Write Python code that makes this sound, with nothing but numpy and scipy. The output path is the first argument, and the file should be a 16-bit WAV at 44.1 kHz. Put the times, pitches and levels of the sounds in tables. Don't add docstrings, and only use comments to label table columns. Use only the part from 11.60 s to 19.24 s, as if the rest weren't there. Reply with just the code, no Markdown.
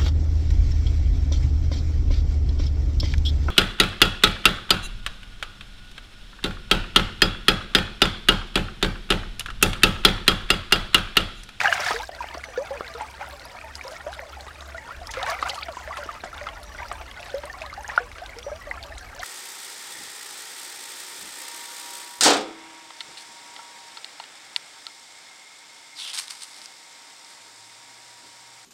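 import sys
import numpy as np
from scipy import signal
from scipy.fft import rfft, irfft
from scipy.io import wavfile

SR = 44100
rng = np.random.default_rng(int(sys.argv[2]) if len(sys.argv) > 2 else 0)


def dump_mix(stems):
    frames = np.atleast_2d(stems).T
    limited = np.clip(frames, -1, 1)
    pcm = np.round(limited * 32767).astype(np.int16)
    wavfile.write(sys.argv[1], SR, pcm)


N = 336924

# (full force at [s], hold [s], churn level [dB], spray level [dB])
HAND_STROKES = [(-0.01, 0.095, -20, -31), (0.12, 0.083, -22, -32.5), (0.216, 0.049, -23.5, -34),
                (0.263, 0.068, -21.5, -29), (0.362, 0.065, -38.5, -40), (0.61, 0.027, -37, -48.5),
                (0.73, 0.021, -41, -68), (0.923, 0.56, -44, -55.5), (1.383, 0.036, -36, -69),
                (1.595, 0.03, -36.5, -70), (1.855, 0.019, -46, -60), (2.238, 0.1, -40, -52),
                (3.288, 0.033, -41.5, -73), (3.539, 0.12, -33.5, -48.5), (3.664, 0.053, -27.5, -41.5),
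                (3.794, 0.02, -36.5, -46), (3.858, 0.039, -32, -44.5), (3.932, 0.027, -36.5, -43.5),
                (4.189, 0.32, -41, -55), (4.77, 0.14, -41, -66), (5.179, 0.065, -38.5, -57),
                (5.602, 0.17, -47.5, -52.5), (5.998, 0.15, -46, -69), (6.286, 0.085, -39.5, -54),
                (7.613, .04, -43.5, -50)]
# (time [s], pitch [Hz], level [dB], pitch rise [shares of the starting pitch per s])
LARGE_BUBBLES = [(0.037, 894, -22, -3.5), (0.0445, 772, -15, 2.5), (0.063, 2250, -24, 5),
                 (0.094, 1790, -19, -2), (0.144, 760, -26, -4), (0.178, 740, -28, -0.5),
                 (0.197, 587, -28, 4), (0.223, 1623, -23, 5), (0.27, 730, -27, -4), (0.312, 1190, -21, 7),
                 (0.432, 1560, -27.5, 4), (0.0457, 1726, -14, 35.5), (0.063, 1246, -19, 0),
                 (0.0786, 2930, -17, -6), (0.083, 723, -17.5, -3), (0.096, 617, -30, -1),
                 (0.126, 2910, -15, -3), (0.2842, 1567, -15, 21), (0.3411, 437, -25.5, 2.5),
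                 (0.3993, 821, -24, 8), (0.588, 1550, -32, 4.5), (0.6052, 997, -20.5, -4.5),
                 (0.884, 550, -36.5, -3), (1.153, 528, -34, -4.5), (1.226, 540, -38, -3.5),
                 (2.288, 518, -35, 0), (2.592, 563, -34, -2.5), (3.792, 535, -38, 0),
                 (4.424, 520, -36.5, 3.5), (7.548, 522, -37.5, 4.5), (4.886, 1063, -31.5, 2),
                 (5.31, 718, -31.5, -1.5), (5.874, 1066, -34, 4.5), (5.937, 1044, -34, 7.5),
                 (6.316, 1030, -31, 6), (3.29, 1006, -32, 14), (3.852, 1290, -28, 9.5),
                 (0.96, 1420, -30, 3), (0.974, 1700, -26.5, 1.5), (1.058, 1370, -34, 6.5),
                 (1.108, 850, -29.5, -3.5), (0.624, 2380, -29, 11), (0.9753, 480, -15.5, 5),
                 (1.1066, 528, -21, 2), (1.1745, 2370, -31, 12), (1.3484, 450, -32.5, 2.5),
                 (1.4184, 838, -24.5, 2), (1.6099, 735, -25.5, 12), (1.627, 1510, -28, -3),
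                 (1.726, 592, -41, -1.5), (1.857, 610, -41, 8), (2.249, 506, -31, 3.5),
                 (2.268, 970, -31, 1.5), (2.3168, 610, -32, 4), (2.4651, 550, -23.5, 9.5),
                 (2.623, 702, -33, -6), (2.73, 1277, -32, 9.5), (2.768, 795, -33.5, 4.5),
                 (2.882, 1170, -34, 7), (3.145, 662, -31, 0), (3.1808, 1985, -25, -3.5),
                 (3.3075, 1283, -26.5, 10.5), (3.4153, 740, -31, -3.5), (3.4918, 1900, -29, 10),
                 (3.5708, 510, -22.5, 2), (3.6294, 697, -22, 12), (3.6638, 1500, -22, 2),
                 (3.686, 1094, -20, 4), (3.716, 1230, -23.5, 8.5), (3.689, 700, -25, -3.5),
                 (3.7207, 657, -25, 5), (3.741, 1260, -29, 5), (3.848, 645, -33.5, 9),
                 (3.915, 2100, -27, -5), (3.7895, 1950, -25.5, -3.5), (3.9326, 714, -29, 8),
                 (3.9788, 1210, -24, -3.5), (4.084, 712, -24.5, -6.5), (4.222, 1930, -35, 0),
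                 (4.2754, 594, -29, 4.5), (4.563, 1200, -31, 6), (4.3074, 1096, -24.5, 5.5),
                 (4.3274, 2060, -26, -8), (4.3873, 591, -29, -0.5), (4.4895, 1280, -22, -7),
                 (3.862, 900, -28, 18.5), (3.894, 526, -33.5, 2.5), (4.339, 1340, -27, -0.5),
                 (4.376, 1100, -26.5, -4), (4.411, 1380, -33, -2), (5.195, 1130, -34, 3),
                 (5.204, 1970, -40, 3), (6.361, 954, -33, -7), (6.387, 1610, -26, 7), (6.388, 680, -30, 4),
                 (4.7296, 1280, -29, 8), (4.8114, 595, -31.5, -0.5), (5.187, 1900, -28, 6),
                 (5.2194, 963, -27.5, -0.5), (5.7415, 526, -19, 2.5), (5.8986, 1810, -25.5, 0),
                 (5.838, 568, -32.5, 2.5), (6.014, 655, -29, -2), (6.038, 960, -29.5, 9.5),
                 (6.0984, 2130, -30, -1), (6.1282, 1170, -28.5, 12), (6.1767, 758, -27, 6.5),
                 (6.245, 1580, -28, 17), (6.2976, 1760, -22, 12), (6.4023, 494, -31, -0.5),
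                 (6.765, 454, -35.5, 2), (6.6178, 658, -28.5, 8), (6.9163, 583, -24.5, 2.5),
                 (7.0702, 622, -30, -4.5), (7.174, 1375, -29, -3), (7.322, 1840, -30.5, -6),
                 (7.5943, 683, -31.5, 5.5)]
# (time [s], smack level before filter and trim [dB], pocket pitch [Hz], pocket level [dB], pocket decay [cycles])
HAND_SLAPS = [(0.0034, -16.5, 2270, -5, 20), (0.0135, -13, 1570, -4, 13), (0.0566, -16, 1543, -3, 40),
              (0.0727, -22, 1600, -5.5, 39), (0.126, -13.5, 1510, 0, 19.6), (0.263, -18, 1700, -15, 78),
              (0.3078, -11, 830, -2.5, 7), (0.362, -35, 1580, -16.5, 33), (0.1956, -16.5, 900, -24, 11),
              (0.4917, -28, 670, -18, 13), (0.642, -39, 730, -15, 9.6), (0.745, -23, 1020, -22, 11),
              (0.7718, -30, 648, -22.5, 29), (0.839, -27, 1990, -16.5, 22), (1.208, -29, 530, -4.5, 3.8),
              (1.2082, -43, 1150, -11.5, 11.7), (1.409, -24, 870, -16.5, 25), (2.211, -36, 2210, -21, 39),
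              (2.466, -26, 677, -21.5, 16), (2.5932, -47, 1850, -9.5, 7.9), (2.866, -26.5, 820, -28, 22),
              (3.146, -43, 1380, -29.5, 97), (3.5377, -20, 1650, -24, 32), (3.569, -23, 1230, -20, 23),
              (3.6302, -23, 1240, -21, 20), (3.8261, -16, 1150, -7, 20.5), (4.0839, -21, 800, -31, 8),
              (4.1688, -26.5, 947, -21, 38), (4.3705, -20, 1290, -21.5, 21), (4.6365, -21, 690, -24, 24),
              (4.656, -35, 675, -24.5, 21), (4.868, -23.5, 1250, -20, 55), (5.3148, -20.5, 1140, -15.5, 20),
              (5.412, -22, 940, -30, 16), (5.8353, -24, 910, -27, 39), (6.0185, -26.5, 2360, -17, 25),
              (6.29, -25, 870, -23, 22), (0.7496, -24.5, 332, -28, 5.6), (2.013, -49, 2290, -27, 41),
              (2.529, -29, 1450, -20, 18), (4.2755, -35, 1690, -17.5, 12), (4.459, -30, 342, -27.5, 4.7),
              (4.551, -26, 810, -41, 8.6), (4.8125, -46, 1840, -21, 16), (4.84, -40, 1900, -21, 15),
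              (5.659, -25.5, 1470, -37, 11), (6.516, -34, 2080, -22.5, 16), (6.583, -24, 1250, -31, 14),
              (6.865, -43.5, 543, -21.5, 50), (6.377, -26, 1360, 0, 34), (6.3784, -43, 683, -11.5, 14),
              (7.112, -43, 1920, -13.5, 40), (7.63, -29, 1750, -19.5, 44), (7.633, -34, 1260, -21.5, 30)]
# (time [s], length [s], start pitch [Hz], end pitch [Hz], level [dB])
PRAWN_SQUIRTS = [(3.897, 0.011, 2870, 6020, -25), (4.023, 0.0145, 1980, 5860, -25.5)]
# (time [s], level before the tick and ring trims [dB], pitch [Hz])
SURFACE_DROPS = [(0.141, -34.5, 7000), (0.2022, -33, 5600), (0.207, -30, 5370), (0.332, -34, 5380),
                 (0.3643, -39, 4620), (0.42, -38.5, 3850), (0.431, -43, 5770), (0.5492, -41.5, 4360),
                 (0.6867, -40.5, 2950), (0.7804, -42, 5470), (1.2666, -45, 3320), (1.279, -41, 3930),
                 (1.339, -41, 3940), (1.688, -46, 10500), (1.796, -42.5, 4100), (1.9877, -43, 2380),
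                 (2.154, -33, 4800), (2.28, -37.5, 5100), (2.537, -41, 3860), (2.808, -39.5, 4100),
                 (3.0074, -41, 3750), (3.471, -34.5, 5100), (3.515, -36, 6500), (3.6045, -51, 5130),
                 (3.6293, -28.5, 3650), (3.699, -31.5, 4530), (3.8941, -30.5, 2940), (3.8972, -28.5, 4600),
                 (3.9453, -41, 2930), (3.9882, -41, 4190), (4.1237, -43.5, 4200), (4.4635, -46, 5500),
                 (4.78, -41, 3460), (4.888, -37, 3060), (5.031, -45, 4200), (5.285, -42, 5100),
                 (5.3264, -41, 8160), (5.5132, -42, 3150), (5.5958, -42.5, 2490), (5.6292, -41, 2500),
                 (5.7823, -44, 3890), (5.8552, -42.5, 8600), (6.0074, -46, 5100), (6.0621, -41, 3900),
                 (6.139, -42, 4450), (6.279, -36, 6500), (6.3622, -42, 4600), (6.661, -40, 3640),
                 (6.787, -37.5, 5400), (6.829, -42, 3250), (7.228, -36, 4340), (7.2367, -40.5, 3400),
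                 (7.3802, -41, 3850)]
# (time [s], length [s], level before trim [dB], centre pitch [Hz])
FINGER_SPRINKLES = [(0.129, 0.02, -39, 6950), (0.216, 0.02, -39, 5200), (0.277, 0.05, -36.5, 5500),
                    (0.473, 0.007, -44, 6540), (2.164, 0.028, -52, 7900), (2.268, 0.027, -55, 7500),
                    (2.309, 0.063, -50.5, 6600), (2.52, 0.012, -47, 5940), (3.508, 0.037, -41, 5900),
                    (3.884, 0.025, -40, 6000), (3.944, 0.04, -49.5, 7400), (4.369, 0.047, -49.5, 7460),
                    (4.639, 0.029, -46.5, 5700), (7.234, 0.022, -50, 4230), (7.382, 0.012, -44, 7600),
                    (7.63, 0.012, -41, 6500), (7.593, 0.015, -38.5, 4470)]
# (frequency [Hz], relative level [dB])
GLUG_COLOUR = [(430, -16), (580, 2.5), (750, 2.5), (1000, -1.5), (1400, -7.5), (2300, -14.5)]
# (frequency [Hz], relative level [dB])
GURGLE_COLOUR = [(430, -15), (560, -2.5), (750, -1.5), (950, -2), (1300, 5), (1700, 3.5), (2200, 2),
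                 (3000, -15)]
# (frequency [Hz], relative level [dB])
WASH_COLOUR = [(90, 4.5), (200, -9), (380, -13), (520, -17), (720, 6.5), (950, 4.5), (1300, -0.5),
               (1700, 2.5), (2300, 1.5), (3300, -5.5), (5000, -14)]
# (frequency [Hz], relative level [dB])
FIZZ_COLOUR = [(2500, 16), (3500, 15.5), (5000, 12), (6500, 5), (9000, -11)]
# (frequency [Hz], relative level [dB])
PATTER_COLOUR = [(2300, -2), (3500, 4), (5200, 2.5), (7000, -4.5), (10000, -8), (15500, -14)]
# (frequency [Hz], relative level [dB])
MIST_COLOUR = [(1500, 1), (3000, -0.5), (5200, 3.5), (7000, -3.5), (10000, -8.5), (16000, -14)]
# (frequency [Hz], relative level [dB])
STREAM_COLOUR = [(110, 10.5), (170, 2.5), (270, 3), (380, 2), (600, 4), (1000, -2), (1800, -1), (3000, -12),
                 (5500, -17), (8000, -13), (16000, -30)]
# (frequency [Hz], relative level [dB])
RUMBLE_COLOUR = [(20, -12), (33, -5.5), (52, 1), (70, -8.5), (95, -7), (140, -63), (250, -22)]
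# (time [s], level before trim [dB])
RUMBLE_LEVEL = [(0, -70), (0.25, -52), (0.42, -37), (0.56, -56.5), (3.3, -57), (3.38, -43.5), (4.0, -55),
                (5.2, -46.5), (5.7, -53), (6.8, -48), (7.64, -47)]
# (time [s], level [dB])
BRIEF_DIP = [(0.478, -2.5), (0.483, -1), (0.508, -5), (0.518, 3.5)]
# (time [s], length [s], final pitch [Hz], starting level [dB], waver [Hz],
# starting offset [Hz], fade over the note [dB])
BIRD_WHISTLES = [(0.84, 0.21, 5900, -51, 60, 150, 16), (5.035, 0.45, 5800, -54, 28, -27, 13),
                 (6.825, 0.22, 5840, -47.5, 28, -40, 22), (7.435, 0.15, 12700, -64.5, 50, -1100, 7)]
# (time [s], length [s], level [dB])
BIRD_RASPS = [(2.807, 0.081, -57), (3.007, 0.087, -59), (3.16, 0.048, -54.5), (4.118, 0.14, -56)]

CALM_DB = -43
TRICKLE_CHURN_DB, TRICKLE_SPRAY_DB = -43, -53
STROKE_ATTACK_S, STROKE_SETTLE_DB_PER_S = 0.0097, 151
LAPPING_DB, LAPPING_HZ = 1.21, 12
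RING_T60_S, RING_SIZE_POWER = 0.089, 1.0
POCKET_GLIDE = 0.41
SMACK_LOW_RATIO, SMACK_HIGH_RATIO = 0.48, 4.85
HUM_HZ = 68.7
WHISTLE_SETTLE_S = 0.0315
RASP_LOW_HZ, RASP_HIGH_HZ = 5900, 7600
CUTOFF_HZ = 15900


def stirring(trickle_db, strokes):
    t = np.arange(N) / SR
    power = from_db(trickle_db) ** 2
    for full_at, hold, db in strokes:
        swell = np.clip(1 + (t - full_at) / STROKE_ATTACK_S, 0, 1)
        settled_s = np.clip(t - full_at - hold, 0, 1)
        stroke = swell * from_db(db - STROKE_SETTLE_DB_PER_S * settled_s)
        power = power + stroke ** 2
    return 10 * np.log10(power)


def churn(churn_db, crowding, glug_db=-9.0, glug_share=0.65, gurgle_db=-8.5, wash_db=-16.5, wash_growth=0.28):
    effort_db = churn_db - CALM_DB
    glugs = swarm(GLUG_COLOUR, np.sqrt(crowding), per_s=75, cycles=107, spread_db=8.5, glide=0.38,
                  count=2000, sag=0.181, swell_cycles=2.4)
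    glugs = ruffle(glugs, depth_db=2.5, rate=92)
    gurgle = swarm(GURGLE_COLOUR, crowding ** .75, per_s=480, cycles=55.5, spread_db=15.5, glide=0.28,
                   count=14000, sag=0.038, swell_cycles=1.26)
    gurgle = ruffle(gurgle, depth_db=2.4, rate=140)
    wash = colour(rng.standard_normal(N) * from_db(3 * drift(45)), WASH_COLOUR)
    gentle = from_db(CALM_DB + glug_db + glug_share * effort_db) * glugs
    hard = from_db(gurgle_db) * gurgle + from_db(wash_db + wash_growth * effort_db) * wash
    return gentle + from_db(churn_db) * hard


def plops(flutter_db=1.0, flutter_hz=140):
    out = np.zeros(N)
    for s, hz, db, rise in LARGE_BUBBLES:
        t60 = RING_T60_S * (1000 / hz) ** RING_SIZE_POWER
        add(out, s, from_db(db) * bubble(hz, t60, rise))
    return out * from_db(flutter_db * np.clip(drift(flutter_hz), -2, 2))


def wakes(level_db=-16.0, spread_db=5.0, within_s=0.045, top_ratio=2.405, cycles=55, glide=0.2, count=2):
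    out = np.zeros(N)
    for (s, hz, db, _), shed in zip(LARGE_BUBBLES, rng.random((len(LARGE_BUBBLES), count, 3))):
        for delay, pitch, size in shed:
            own_hz = hz * top_ratio ** (.2 + .8 * pitch)
            t60 = cycles / own_hz
            own_db = db + level_db + spread_db * (2 * size - 1.5)
            add(out, s + within_s * delay, from_db(own_db) * bubble(own_hz, t60, glide / t60, swell_cycles=2))
    return out


def slaps(smack_db=2.5, top_ratio=2.28, bottom_ratio=0.18):
    out = np.zeros(N)
    for s, smack, hz, pocket, cycles in HAND_SLAPS:
        t60 = cycles / hz
        hit = impact(hz * SMACK_LOW_RATIO, hz * SMACK_HIGH_RATIO, decay_s=0.0072, splatter=0.29)
        hit = band(hit, hz * bottom_ratio, hz * top_ratio)
        add(out, s, from_db(smack + smack_db) * hit)
        add(out, s, from_db(pocket) * bubble(hz, t60, POCKET_GLIDE / t60))
    return out


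def squirts(rough_db=2.5, jitter=0.12):
    out = np.zeros(N)
    flutter = from_db(rough_db * drift(500))
    waver = 1 + jitter * drift(420)
    for s, length, start_hz, end_hz, db in PRAWN_SQUIRTS:
        along = np.linspace(0, 1, int(length * SR))
        now = slice(int(s * SR), int(s * SR) + len(along))
        hz = start_hz * (end_hz / start_hz) ** (along ** 1.35) * waver[now]
        shape = 4 * along * (1 - along) * flutter[now]
        add(out, s, from_db(db) * shape * np.sin(2 * np.pi * np.cumsum(hz) / SR))
    return out


def spray(spray_db, crowding, fizz_db=-7.5, patter_db=-7.0, mist_db=-10.0):
    fizz = swarm(FIZZ_COLOUR, crowding, per_s=1000, cycles=52, spread_db=33, glide=0.076, count=16000)
    fizz = ruffle(fizz, depth_db=4.5, rate=240)
    ticks = swarm(PATTER_COLOUR, np.sqrt(crowding), per_s=1100, cycles=42, spread_db=23, glide=0.068, count=14000)
    ticks = ruffle(ticks, depth_db=5.5, rate=56)
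    mist = colour(rng.standard_normal(N) * from_db(1.9 * drift(60)), MIST_COLOUR)
    mix = from_db(fizz_db) * fizz + from_db(patter_db) * ticks + from_db(mist_db) * mist
    return from_db(spray_db) * mix


def drops(tick_db=5.0, ring_db=15.5, cycles=30, decay_s=0.0046, splatter=0.2):
    out = np.zeros(N)
    for s, db, hz in SURFACE_DROPS:
        add(out, s, from_db(db + tick_db) * impact(hz * .8, hz * 1.4, decay_s, splatter))
        add(out, s, from_db(db + ring_db) * bubble(hz, cycles / hz, rise=29))
    return out


def sprinkles(level_db=-1.0, per_s=900, fade_db=14, spread_octaves=0.42, cycles=22, size_db=4.5):
    out = np.zeros(N)
    chances = rng.standard_normal((len(FINGER_SPRINKLES), 200, 3))
    for (s, length, db, hz), droplets in zip(FINGER_SPRINKLES, chances):
        landed = min(int(per_s * length) + 2, len(droplets))
        shower = np.zeros(SR // 2)
        for k, (delay, pitch, size) in enumerate(np.clip(droplets[:landed], -2, 2)):
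            along = abs(k + delay / 2) / landed
            own_hz = hz * 2 ** (spread_octaves * pitch)
            gain = from_db(size_db * size - fade_db * along)
            add(shower, length * along, gain * bubble(own_hz, cycles / own_hz, rise=0))
        mean_power = np.sum(shower ** 2) / (length * SR)
        add(out, s, from_db(db + level_db) * shower / np.sqrt(mean_power + 1e-20))
    return out


def banks(x, wet_db=-14.0, t60=0.05):
    t = np.arange(SR // 2) / SR
    echoes = rng.standard_normal(len(t)) * from_db(-60 * t / t60) * (t > .003)
    return x + from_db(wet_db) * signal.fftconvolve(x, echoes / np.linalg.norm(echoes))[:N]


def background(stream_db=-55, rumble_db=-2.0, hum_db=-54.5, waver_hz=1.73):
    rumble_level, = in_time(RUMBLE_LEVEL)
    stream = from_db(stream_db) * colour(rng.standard_normal(N), STREAM_COLOUR)
    rumble = from_db(rumble_level + rumble_db) * colour(rng.standard_normal(N), RUMBLE_COLOUR)
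    swell = 1 + .55 * drift(5)
    pitch = HUM_HZ + waver_hz * drift(5.2)
    hum = swell * np.sqrt(2) * np.sin(2 * np.pi * np.cumsum(pitch) / SR)
    return stream + rumble + from_db(hum_db) * hum


def bird(flutter_db=2.0):
    out, waver = np.zeros(N), drift(150)
    for s, length, hz, db, waver_hz, slide_hz, fade_db in BIRD_WHISTLES:
        along = np.linspace(0, 1, int(length * SR))
        edges = np.minimum(20 * np.minimum(along, 1 - along), 1)
        shape = edges * from_db(db - fade_db * along)
        slide = slide_hz * np.exp(-along * length / WHISTLE_SETTLE_S)
        pitch = hz + slide + waver_hz * waver[:len(along)]
        add(out, s, shape * np.sin(2 * np.pi * np.cumsum(pitch) / SR))
    hiss = rms_one(band(rng.standard_normal(N), RASP_LOW_HZ, RASP_HIGH_HZ))
    for s, length, db in BIRD_RASPS:
        shape = signal.windows.tukey(int(length * SR))
        add(out, s, from_db(db) * shape * hiss[int(s * SR):][:len(shape)])
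    return out * from_db(flutter_db * drift(25))


def bubble(hz, t60, rise, sag=0.0, swell_cycles=0.73):
    t = np.arange(int(t60 * SR) + 2) / SR
    swell = 1 - np.exp(-hz * t / swell_cycles)
    surfaced = 1 / (1 + (2.4 * t / t60) ** 8)
    decay = np.exp(-np.log(1000) * t / t60)
    sinking_s = t60 / 10
    turns = hz * (t + rise * t * t / 2 + sag * sinking_s * (1 - np.exp(-t / sinking_s)))
    return swell * surfaced * decay * np.sin(2 * np.pi * turns)


def swarm(spectrum, crowding, per_s, cycles, spread_db, glide, count, sag=0.0, swell_cycles=0.86):
    out, low, high = np.zeros(N), spectrum[0][0], spectrum[-1][0]
    when, chance, size, pitch, damping, depth = rng.random((count, 6)).T
    rate = np.minimum(per_s * crowding[(when * N).astype(int)], count * SR / N)
    hz = low * (high / low) ** pitch
    t60 = cycles * 2 ** (3 * damping - 1.5) / hz
    gain = from_db(at_hz(spectrum, hz) + spread_db * size ** 2) * np.sqrt(hz / t60 / rate)
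    rise = glide * (1.31 * depth - .3) / t60
    for k in np.flatnonzero(chance < rate * N / SR / count):
        ring = bubble(hz[k], t60[k], rise[k], sag * (1 - depth[k]), swell_cycles)
        add(out, when[k] * N / SR, gain[k] * ring)
    return rms_one(out)


def impact(low_hz, high_hz, decay_s, splatter):
    t = np.arange(SR // 20) / SR
    push = splatter * rng.standard_normal(len(t)) * np.exp(-t / decay_s) + (t == 0)
    hit = band(band(push, low_hz, high_hz, order=1), low_hz / 2, high_hz * 2)
    return hit / np.abs(hit).max()


def ruffle(x, depth_db, rate):
    return rms_one(x * from_db(depth_db * np.clip(drift(rate), -2, 2)))


def drift(rate):
    step = 40
    pole = np.exp(-2 * np.pi * rate * step / SR)
    noise = rng.standard_normal(N // step + 2002)
    slow = signal.lfilter([1], [1, -2 * pole, pole * pole], noise)[2000:]
    return np.interp(np.arange(N) / step, np.arange(len(slow)), rms_one(slow))


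def colour(x, spectrum):
    hz = np.maximum(np.arange(N + 1) * SR / (2 * N), 1)
    low_end = 1 + (spectrum[0][0] / hz / np.sqrt(2)) ** 4
    high_end = 1 + (hz / spectrum[-1][0] / np.sqrt(2)) ** 4
    gain = from_db(at_hz(spectrum, hz)) / (low_end * high_end)
    return rms_one(irfft(rfft(x, 2 * N) * gain)[:N])


def band(x, low_hz, high_hz, order=2):
    sos = signal.butter(order, [low_hz, min(high_hz, .45 * SR)], "band", fs=SR, output="sos")
    return signal.sosfilt(sos, x + 1e-18)


def at_hz(points, hz):
    point_hz, db = np.transpose(points)
    return np.interp(np.log(hz), np.log(point_hz), db)


def in_time(rows):
    s, *columns = np.transpose(rows)
    return [np.interp(np.arange(N) / SR, s, c) for c in columns]


def add(out, s, sound):
    start = int(np.clip(round(s * SR), 0, N - 1))
    out[start:start + len(sound)] += sound[:N - start]


def rms_one(x):
    return x / np.sqrt(np.mean(x ** 2) + 1e-20)


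def from_db(db):
    return 10 ** (np.asarray(db) / 20)


def scene():
    churn_db = stirring(TRICKLE_CHURN_DB, [(s, hold, db) for s, hold, db, _ in HAND_STROKES])
    churn_db = churn_db + LAPPING_DB * drift(LAPPING_HZ)
    spray_db = stirring(TRICKLE_SPRAY_DB, [(s, hold, db) for s, hold, _, db in HAND_STROKES])
    crowding = from_db(.75 * (churn_db - CALM_DB))
    dip_db, = in_time(BRIEF_DIP)
    dip = from_db(dip_db)
    stirred = churn(churn_db, crowding) + spray(spray_db, crowding)
    single = plops() + wakes() + slaps() + squirts() + drops() + sprinkles()
    return (banks(single + dip * stirred) + dip * background() + bird())[None]


def record(dry, port_hz=2895, port_width_hz=70, port_gain=0.19):
    ringing = signal.lfilter(*signal.iirpeak(port_hz, port_hz / port_width_hz, fs=SR), dry)
    top_cut = signal.ellip(10, .1, 80, CUTOFF_HZ, fs=SR, output="sos")
    return signal.sosfilt(top_cut, dry + port_gain * ringing)


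dry = scene()
out = record(dry)
dump_mix(out)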